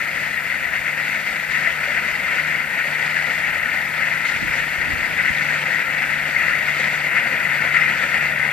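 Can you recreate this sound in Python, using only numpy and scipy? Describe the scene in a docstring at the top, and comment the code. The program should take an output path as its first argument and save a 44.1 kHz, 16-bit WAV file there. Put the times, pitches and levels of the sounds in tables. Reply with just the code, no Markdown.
"""Combine harvester across a rice field

A combine harvester cuts rice some way off across an open field and slowly comes nearer. The engine hums in
tones on its firing rate; drum and panels clatter and the cutter bar rustles through the straw, as noise and
ringing ticks that two microphone ports colour unequally. Wind puffs hit the ports as shaped noise and short
pulses, over the recorder's hiss and a thin steady whine high in the treble."""
import sys
import numpy as np
from scipy import signal
from scipy.fft import rfft, irfft, next_fast_len
from scipy.io import wavfile
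from scipy.ndimage import uniform_filter1d, map_coordinates

SR = 44100
rng = np.random.default_rng(int(sys.argv[2]) if len(sys.argv) > 2 else 0)


def amplitude_ratio(level_db):
    """Convert a level in decibels to the matching linear amplitude (field) ratio."""
    exponent = np.asarray(level_db, float) / 20
    return 10 ** exponent


def master(y):
    """Save y as 16-bit WAV."""
    cut = np.clip(np.atleast_2d(y).T, -1, 1)
    pcm = np.round(cut * 32767)  # scale
    wavfile.write(sys.argv[1], SR, pcm.astype(np.int16))


N = 375732  # length [samples]


def unit(x):
    """Scale to rms 1."""
    return x / np.sqrt(np.mean(x ** 2) + 1e-20)


def along(points, hz):
    """Read (frequency, value) points on a log frequency axis."""
    f, v = np.transpose(points)
    return np.interp(np.log(hz + 1), np.log(f + 1), v)


def curve(points):
    """Join (time, value) points into one value per sample."""
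    s, v = np.transpose(points)
    return np.interp(np.arange(N) / SR, s, v)


def swells(times, half_s, *rises):
    """Sum bell-shaped rises in dB; one curve for each column of rises."""
    coarse_s = np.arange(0, N, 32) / SR
    bell = np.exp(-((coarse_s - times[:, None]) / np.reshape(half_s, (-1, 1))) ** 2)
    return [np.repeat(r @ bell, 32)[:N] for r in rises]


def wobble(rate):
    """A smooth random curve through rate knots a second."""
    knots = rng.standard_normal(int(N * rate / SR) + 4)
    return map_coordinates(knots, [np.arange(N) * rate / SR])


def filtered(x, response):
    """Shape the spectrum of x by a complex response of frequency."""
    m = next_fast_len(N + 8192)
    return irfft(rfft(x, m) * response(np.fft.rfftfreq(m, 1 / SR)), m)[..., :N]


def patchy(depth_db):
    """Two white noises that share drifting patches of gain, as turbulent air gives a far source."""
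    z = signal.stft(rng.standard_normal((2, N)), nperseg=512)[2]
    field = uniform_filter1d(rng.standard_normal(z.shape[1:]), size=5, axis=0)
    field = uniform_filter1d(field, size=10, axis=1)
    return signal.istft(z * amplitude_ratio(depth_db * unit(field)), nperseg=512)[1][:, :N]


# tone of the recorder's hiss before levelling: (frequency [Hz], relative level [dB per Hz])
HISS_COLOUR = [(300, -2), (3000, -9), (9000, 0.5), (15500, 1.5)]


def recorder_hiss():
    """Faintly patchy noise in each channel, gently wavering in level."""
    noise = filtered(patchy(depth_db=1.5), lambda hz: amplitude_ratio(along(HISS_COLOUR, hz)))
    return amplitude_ratio(-42.0) * unit(noise) * amplitude_ratio(.3 * wobble(14))


# thin steady tones high in the treble: (frequency [Hz], rms level [dB])
WHINE_TONES = [(8317, -79), (11089, -74), (13861, -80)]


def high_whine():
    """Steady sines, the same in both channels."""
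    t = np.arange(N) / SR
    return sum(amplitude_ratio(db) * np.sqrt(2) * np.sin(2 * np.pi * hz * t) for hz, db in WHINE_TONES)


# tone of the wind rumble before levelling: (frequency [Hz], relative level [dB per Hz])
RUMBLE_COLOUR = [(15, -24), (40, 0), (90, -3), (200, -15), (400, -20), (900, -50)]
# tone of the gust flutter before levelling: (frequency [Hz], relative level [dB per Hz])
FLUTTER_COLOUR = [(40, -18), (110, 0.5), (180, 1.5), (330, -2.5), (430, -11), (900, -42)]
# gusts on the ports: (time [s], flutter's rise over the breeze [dB], half length [s])
GUST_TIMES = [(.63, 13, .14), (1.5, 4, .2), (2.45, 4, 0.17), (3.5, 1, .3), (4.4, 22.5, 0.12),
              (4.6, 10, 0.1), (4.92, 21, .16), (5.127, 10, 0.081), (5.336, 19.5, 0.13), (6.43, 2, .3),
              (7.85, 4, .15)]


def breeze():
    """Lumpy rumble unrelated at the two ports, and one flutter in gusts, mostly on the right."""
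    flutter_db, rumble_db = -58, -55.5  # in the breeze, before port shares and gusts
    rumble_grows = .5  # dB per dB of gust
    rumble = filtered(rng.standard_normal((2, N)), lambda hz: amplitude_ratio(along(RUMBLE_COLOUR, hz)))
    lumps = amplitude_ratio(6.7 * np.array([wobble(7.8), wobble(7)]))
    flutter = filtered(rng.standard_normal(N), lambda hz: amplitude_ratio(along(FLUTTER_COLOUR, hz)))
    s, rise, half = np.transpose(GUST_TIMES)
    gust_db, = swells(s, half, rise)
    flutter = unit(amplitude_ratio(3.8 * wobble(30)) * flutter)
    gusts = amplitude_ratio(flutter_db + gust_db) * flutter * np.array([[-.25], [1.6]])
    return amplitude_ratio(rumble_db + rumble_grows * gust_db) * unit(lumps * rumble) + gusts


# wind puffs: (time [s], level before a 3 dB lift and the port shares [dB], pitch [Hz],
# share on right minus share on left [-1..1])
PUFF_TIMES = [(.624, -29, 180, -0.19), (.723, -32, 170, 0.099), (.813, -38, 60, -.5), (1.496, -39, 60, -.7),
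              (2.132, -38, 55, -.7), (4.368, -23, 190, .45), (4.429, -20, 220, .57), (4.502, -27, 80, 0.85),
              (4.538, -36, 75, .9), (4.602, -38, 60, 0.43), (4.791, -29, 70, .9), (4.883, -26, 169, 0.57),
              (4.939, -23.5, 80, 1), (5.028, -31, 90, .9), (5.101, -30, 150, -0.13), (5.172, -36, 80, 0.99),
              (5.304, -22, 200, 0.76), (5.312, -30, 60, 0.98), (5.4, -34, 140, 0.38), (5.483, -35, 140, .2)]


def puffs():
    """Single short pushes of air: pulses of about one cycle, opposite in sign at the two ports."""
    out = np.zeros((2, N + SR))
    t = np.arange(SR // 10) / SR - .03
    for s, db, hz, side in PUFF_TIMES:
        bell = np.exp(-(t * hz / 0.64) ** 2)
        push = bell * np.cos(2 * np.pi * hz * t + rng.uniform(0, 2 * np.pi))
        shares = [(side - 1) / 2, (side + 1) / 2]
        out[:, round((s - .03) * SR):][:, :len(t)] += np.outer(shares, amplitude_ratio(db + 3.0) * push)
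    return out[:, :N]


# the machine draws nearer and its load varies: (time [s], loudness [dB])
LOUDNESS = [(0, -24.5), (.6, -25), (1.4, -24), (2, -23.5), (3, -23), (3.9, -23), (4.2, -22), (4.75, -24),
            (5.5, -21.5), (6.1, -22.5), (6.6, -21.5), (7.5, -21.5), (7.9, -21), (8.52, -21)]
MIDDLE_DB = -23  # middle loudness, also the clatter's level there


def nearness():
    """Loudness of the machine in dB over its middle."""
    return curve(LOUDNESS) - MIDDLE_DB


# engine speed: (time [s], firing rate [firings per s])
FIRING_RATE = [(0, 74.3), (.6, 74.8), (1.3, 75.4), (2.5, 75.8), (3.4, 75.5), (4.2, 75.6), (4.9, 74.5),
               (6.5, 74.4), (7.4, 73.2), (8.1, 72.4), (8.52, 73.2)]


def firings():
    """Running count of engine firings, the clock of hum and machine."""
    return np.cumsum(curve(FIRING_RATE)) / SR


def engine(turns):
    """Three wavering exhaust orders; a slightly faster second shaft makes the first two throb."""
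    throb_s, in_step_s = 1.48, 0.62  # nominal throb of the first order, moment both agree
    first_db, second_db = -57, -45  # at middle loudness, before shaft and port shares
    first_grows, second_grows = .3, 1.7  # dB per dB of loudness
    near_db = nearness()
    ahead = 2 * np.pi * (np.arange(N) / SR - in_step_s) / throb_s + 0.43 * wobble(1.29)

    def tone(order, shaft):
        """One order of the engine plus the shaft's share of it."""
        phase = 2 * np.pi * order * turns + 0.15 * order * wobble(6)
        return np.sqrt(2) * (np.sin(phase) + shaft * np.sin(phase + order * ahead))

    first = amplitude_ratio(first_db + first_grows * near_db) * tone(order=1, shaft=.75)
    second_db = second_db + second_grows * near_db
    second = amplitude_ratio(second_db + 0.72 * wobble(8)) * tone(order=2, shaft=-.38)
    second = second * amplitude_ratio([[1.5], [-1.5]])  # stronger on the left
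    third_db = second_db - 14.0 + .8 * near_db + 1.9 * wobble(3.62)
    return first + second + amplitude_ratio(third_db) * tone(order=3, shaft=0)


# what each port hears of the machine, ground echo dips included, before each band is levelled:
# (frequency [Hz], relative level [dB])
LEFT_COLOUR = [(60, -30.5), (190, -17), (330, -26.5), (385, -29.5), (540, -19), (1000, -22), (1100, -25.5),
               (1300, -12.5), (1500, -6), (1640, -8.5), (1830, 0.5), (1950, 0.8), (2050, 1.5), (2300, -9),
               (3100, -22), (3600, -26), (5000, -37.5), (5800, -39), (6400, -36.5), (7000, -32),
               (8600, -41.5), (11000, -67)]
RIGHT_COLOUR = [(60, -42), (190, -21), (330, -25.5), (400, -31), (540, -20), (1000, -22), (1190, -33.5),
                (1300, -17), (1500, -14.5), (1900, -15.5), (2240, -9), (2480, -9), (2620, -12),
                (2750, -12.5), (3100, -30.5), (3400, -27), (3800, -30.5), (4600, -25), (5500, -34.5),
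                (6500, -32.5), (7200, -35), (8600, -41.5), (11000, -57)]
# nominal lead of the left port: (frequency [Hz], phase [radians])
LEFT_LEAD = [(300, 0), (780, .5), (1000, 0.82), (1150, 2), (1260, 0.48), (1720, 1.16), (2080, 0.15),
             (2950, 1.16), (4050, 0.5), (4900, 1.7), (5300, -1), (6000, 4.5), (6500, 4), (6900, 4),
             (8500, 5)]
# nominal likeness of the two ports: (frequency [Hz], correlation [0..1])
LIKENESS = [(100, 0.86), (390, 1), (540, 0.98), (1000, 0.96), (1180, 0.93), (1300, 1), (1800, 0.83),
            (2100, 0.98), (2800, 1), (3100, 0.63), (4500, 0.68), (5200, 0.34), (5700, .7), (6400, 0.57),
            (7100, 0.92), (8600, .4)]


def ports(pair, low_hz, high_hz):
    """One band at both ports: row one of pair is shared, row two is scattered sound that differs."""
    def heard(side, colour):
        """One port's mix of shared and scattered sound."""
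        def response(hz):
            """Band edges, port colour and phase lead."""
            turn = np.arccos(np.clip(along(LIKENESS, hz), 0, 1)) / 2
            band = 1 / np.sqrt((1 + (low_hz / (hz + 1)) ** 20) * (1 + (hz / high_hz) ** 20))
            gain = band * amplitude_ratio(along(colour, hz)) * np.exp(side * .5j * along(LEFT_LEAD, hz))
            return gain * [np.cos(turn), side * np.sin(turn)]
        return filtered(pair, response).sum(axis=0)

    both = np.array([heard(1, LEFT_COLOUR), heard(-1.04, RIGHT_COLOUR)])
    return both / np.std(both.mean(axis=0))


def rattle(count, low_hz, high_hz, cycles):
    """Loose parts tick at random, each ringing a few cycles at its own pitch; most are small."""
    when, pitch, size = rng.uniform(size=(count, 3)).T
    hz = (low_hz * (high_hz / low_hz) ** pitch)[:, None]
    t = np.arange(SR // 40) / SR
    rings = amplitude_ratio(13.4 * size ** 3)[:, None] * np.sin(2 * np.pi * hz * t) * np.exp(-t * hz / cycles)
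    where = (when * N).astype(int)[:, None] + np.arange(len(t))
    ticks = unit(np.bincount(where.ravel(), rings.ravel())[:N])
    return ticks * np.array([[1], [0]])  # only in the sound the ports share


# wads of straw pass through: (time [s], rise of the drum [dB], rise of the cutter [dB])
STRAW_WADS = [(.38, 2.5, -3), (.52, 2.5, .5), (.88, 4, 1), (1.0, 2.5, .5), (1.28, 3, 3), (1.56, 4, .5),
              (1.68, 2.5, 0), (1.85, 2.5, 2.5), (1.99, 3.5, -1.5), (2.11, 3.5, 0.5), (2.25, 0.5, -1),
              (2.31, 2.5, 0), (2.4, 3, .5), (2.63, 3, .5), (2.8, 3, 1), (3.18, 2.5, 2.5), (3.34, -0.5, 2),
              (3.44, 1.5, 0), (4.06, 2, .5), (4.28, -0.5, 4.5), (5.2, 4, 0), (5.29, 2, .5),
              (5.74, -0.5, 1.5), (6.27, 1.5, 1.5), (6.42, 2.5, 1), (6.81, 3, 3.5), (7.17, 6, 4.5),
              (7.12, 0, -2), (7.76, 5, 2.5), (7.83, 2.5, 0), (7.99, 0.5, 1.5), (8.16, 2.5, 0.5)]


def machine(turns):
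    """Roar, clatter and rustle: dense noise and rattles shaken in shared and separate bursts."""
    roar_db, rustle_db = -36.5, -38.5  # at middle loudness
    roar_grows, rustle_grows = 1, 0.55  # dB per dB of loudness
    near_db = nearness()
    s, drum, cutter = np.transpose(STRAW_WADS)
    drum_db, cutter_db = swells(s, .025, drum, cutter)  # half length of a wad [s]
    feed = wobble(12)  # the flow of straw is never even
    clatter_db = MIDDLE_DB + near_db + drum_db + 0.66 * feed + 0.5 * wobble(20)
    roar_db = roar_db + roar_grows * near_db + 0.13 * drum_db + 0.34 * feed
    rustle_db = rustle_db + rustle_grows * near_db + cutter_db + 0.5 * feed + 1.0 * wobble(5)

    shake = 0.7 * wobble(35) + 0.74 * wobble(90)  # uneven feed of straw jolts the whole machine
    firing = 1 + 0.024 * np.cos(2 * np.pi * turns)  # every firing kicks the panels
    stroke = 1 + 0.089 * np.cos(2 * np.pi * turns / 3)  # the knife strokes once in three firings
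    panels = amplitude_ratio(-19.5) * rattle(count=1500, low_hz=1252, high_hz=2871, cycles=13.5)
    straw = amplitude_ratio(-16.5) * rattle(count=1500, low_hz=2925, high_hz=7940, cycles=8.1)

    roar = patchy(depth_db=0.6) * amplitude_ratio(1.2 * shake) * firing
    drum_noise = patchy(depth_db=-0.15) * amplitude_ratio(0.85 * shake + 0.89 * wobble(200))
    clatter = (drum_noise + panels) * firing
    cutter_noise = patchy(depth_db=1.2) * amplitude_ratio(0.97 * shake + 0.39 * wobble(14))
    rustle = (cutter_noise + straw) * stroke
    return (amplitude_ratio(roar_db) * ports(roar, 34, 1220)
            + amplitude_ratio(clatter_db) * ports(clatter, 993, 3100)
            + amplitude_ratio(rustle_db) * ports(rustle, 2938, 12000))


def blows(events, attack, t60, balance_db):
    """Each blow rings a panel for a moment, the left port leading as for the rest of the machine."""
    t = np.arange(SR // 10) / SR
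    shape = (1 - np.exp(-t / attack)) * amplitude_ratio(-60 * t / t60)
    shape = shape * amplitude_ratio([[balance_db / 2], [-balance_db / 2]])  # louder on the left
    out = np.zeros((2, N + len(t)))
    for s, db, hz in events:
        lead = along(LEFT_LEAD, hz) / 2 * np.array([[1], [-1]])
        out[:, round(s * SR):][:, :len(t)] += amplitude_ratio(db) * shape * np.sin(2 * np.pi * hz * t + lead)
    return out[:, :N]


# single hard knocks in the drum: (time [s], level before envelope and balance [dB], ring [Hz])
DRUM_KNOCKS = [(0.3755, -6, 1840), (0.5232, -9, 2030), (1.2775, -6, 2060), (1.6726, 1, 1980),
               (2.152, -5, 1990), (3.3363, -4, 1880), (6.3639, -4, 2110), (6.4083, -4, 1960),
               (7.1566, -1.5, 2110), (7.451, -2.5, 1994), (7.7608, -6, 2103), (8.0257, -4.5, 1930),
               (8.1663, -9, 1990), (8.4277, -4, 2000)]
# dull thuds of the machine's body: (time [s], level before envelope and balance [dB], ring [Hz])
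BODY_THUDS = [(1.006, -31, 581), (1.62, -33, 760), (1.674, -24, 659), (1.875, -25, 568), (2.216, -41, 695),
              (2.766, -30, 673), (4.478, -29, 502), (5.599, -39, 493), (5.682, -23.5, 530),
              (6.65, -30, 606), (6.795, -22, 528), (7.256, -26, 774), (7.35, -31, 646), (7.541, -33, 535),
              (8.334, -27, 630), (8.487, -26, 575)]


def knocks():
    """Bright, short knocks in the drum and dull, longer thuds in the body."""
    bright = blows(DRUM_KNOCKS, attack=0.002, t60=0.021, balance_db=10.5)
    dull = blows(BODY_THUDS, attack=0.0019, t60=0.07, balance_db=.6)
    return bright + dull


def scene():
    """Wind and machine at the microphone."""
    turns = firings()
    return breeze() + puffs() + engine(turns) + machine(turns) + knocks()


def roll_off(x):
    """The treble ends steeply here."""
    return signal.sosfilt(signal.butter(12, 16340, fs=SR, output="sos"), x)


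def record(dry):
    """Round off peaks, add the recorder's hiss and a thin high whine, keep nothing above the band limit."""
    ceiling, knee, top_hz = .95, 6, 15480  # full scale = 1, sharpness of rounding, band limit [Hz]
    rounded = dry / (1 + np.abs(dry / ceiling) ** knee) ** (1 / knee)
    mix = filtered(rounded + recorder_hiss() + high_whine(), lambda hz: hz < top_hz)
    return roll_off(mix)


dry = scene()
out = record(dry)
master(out)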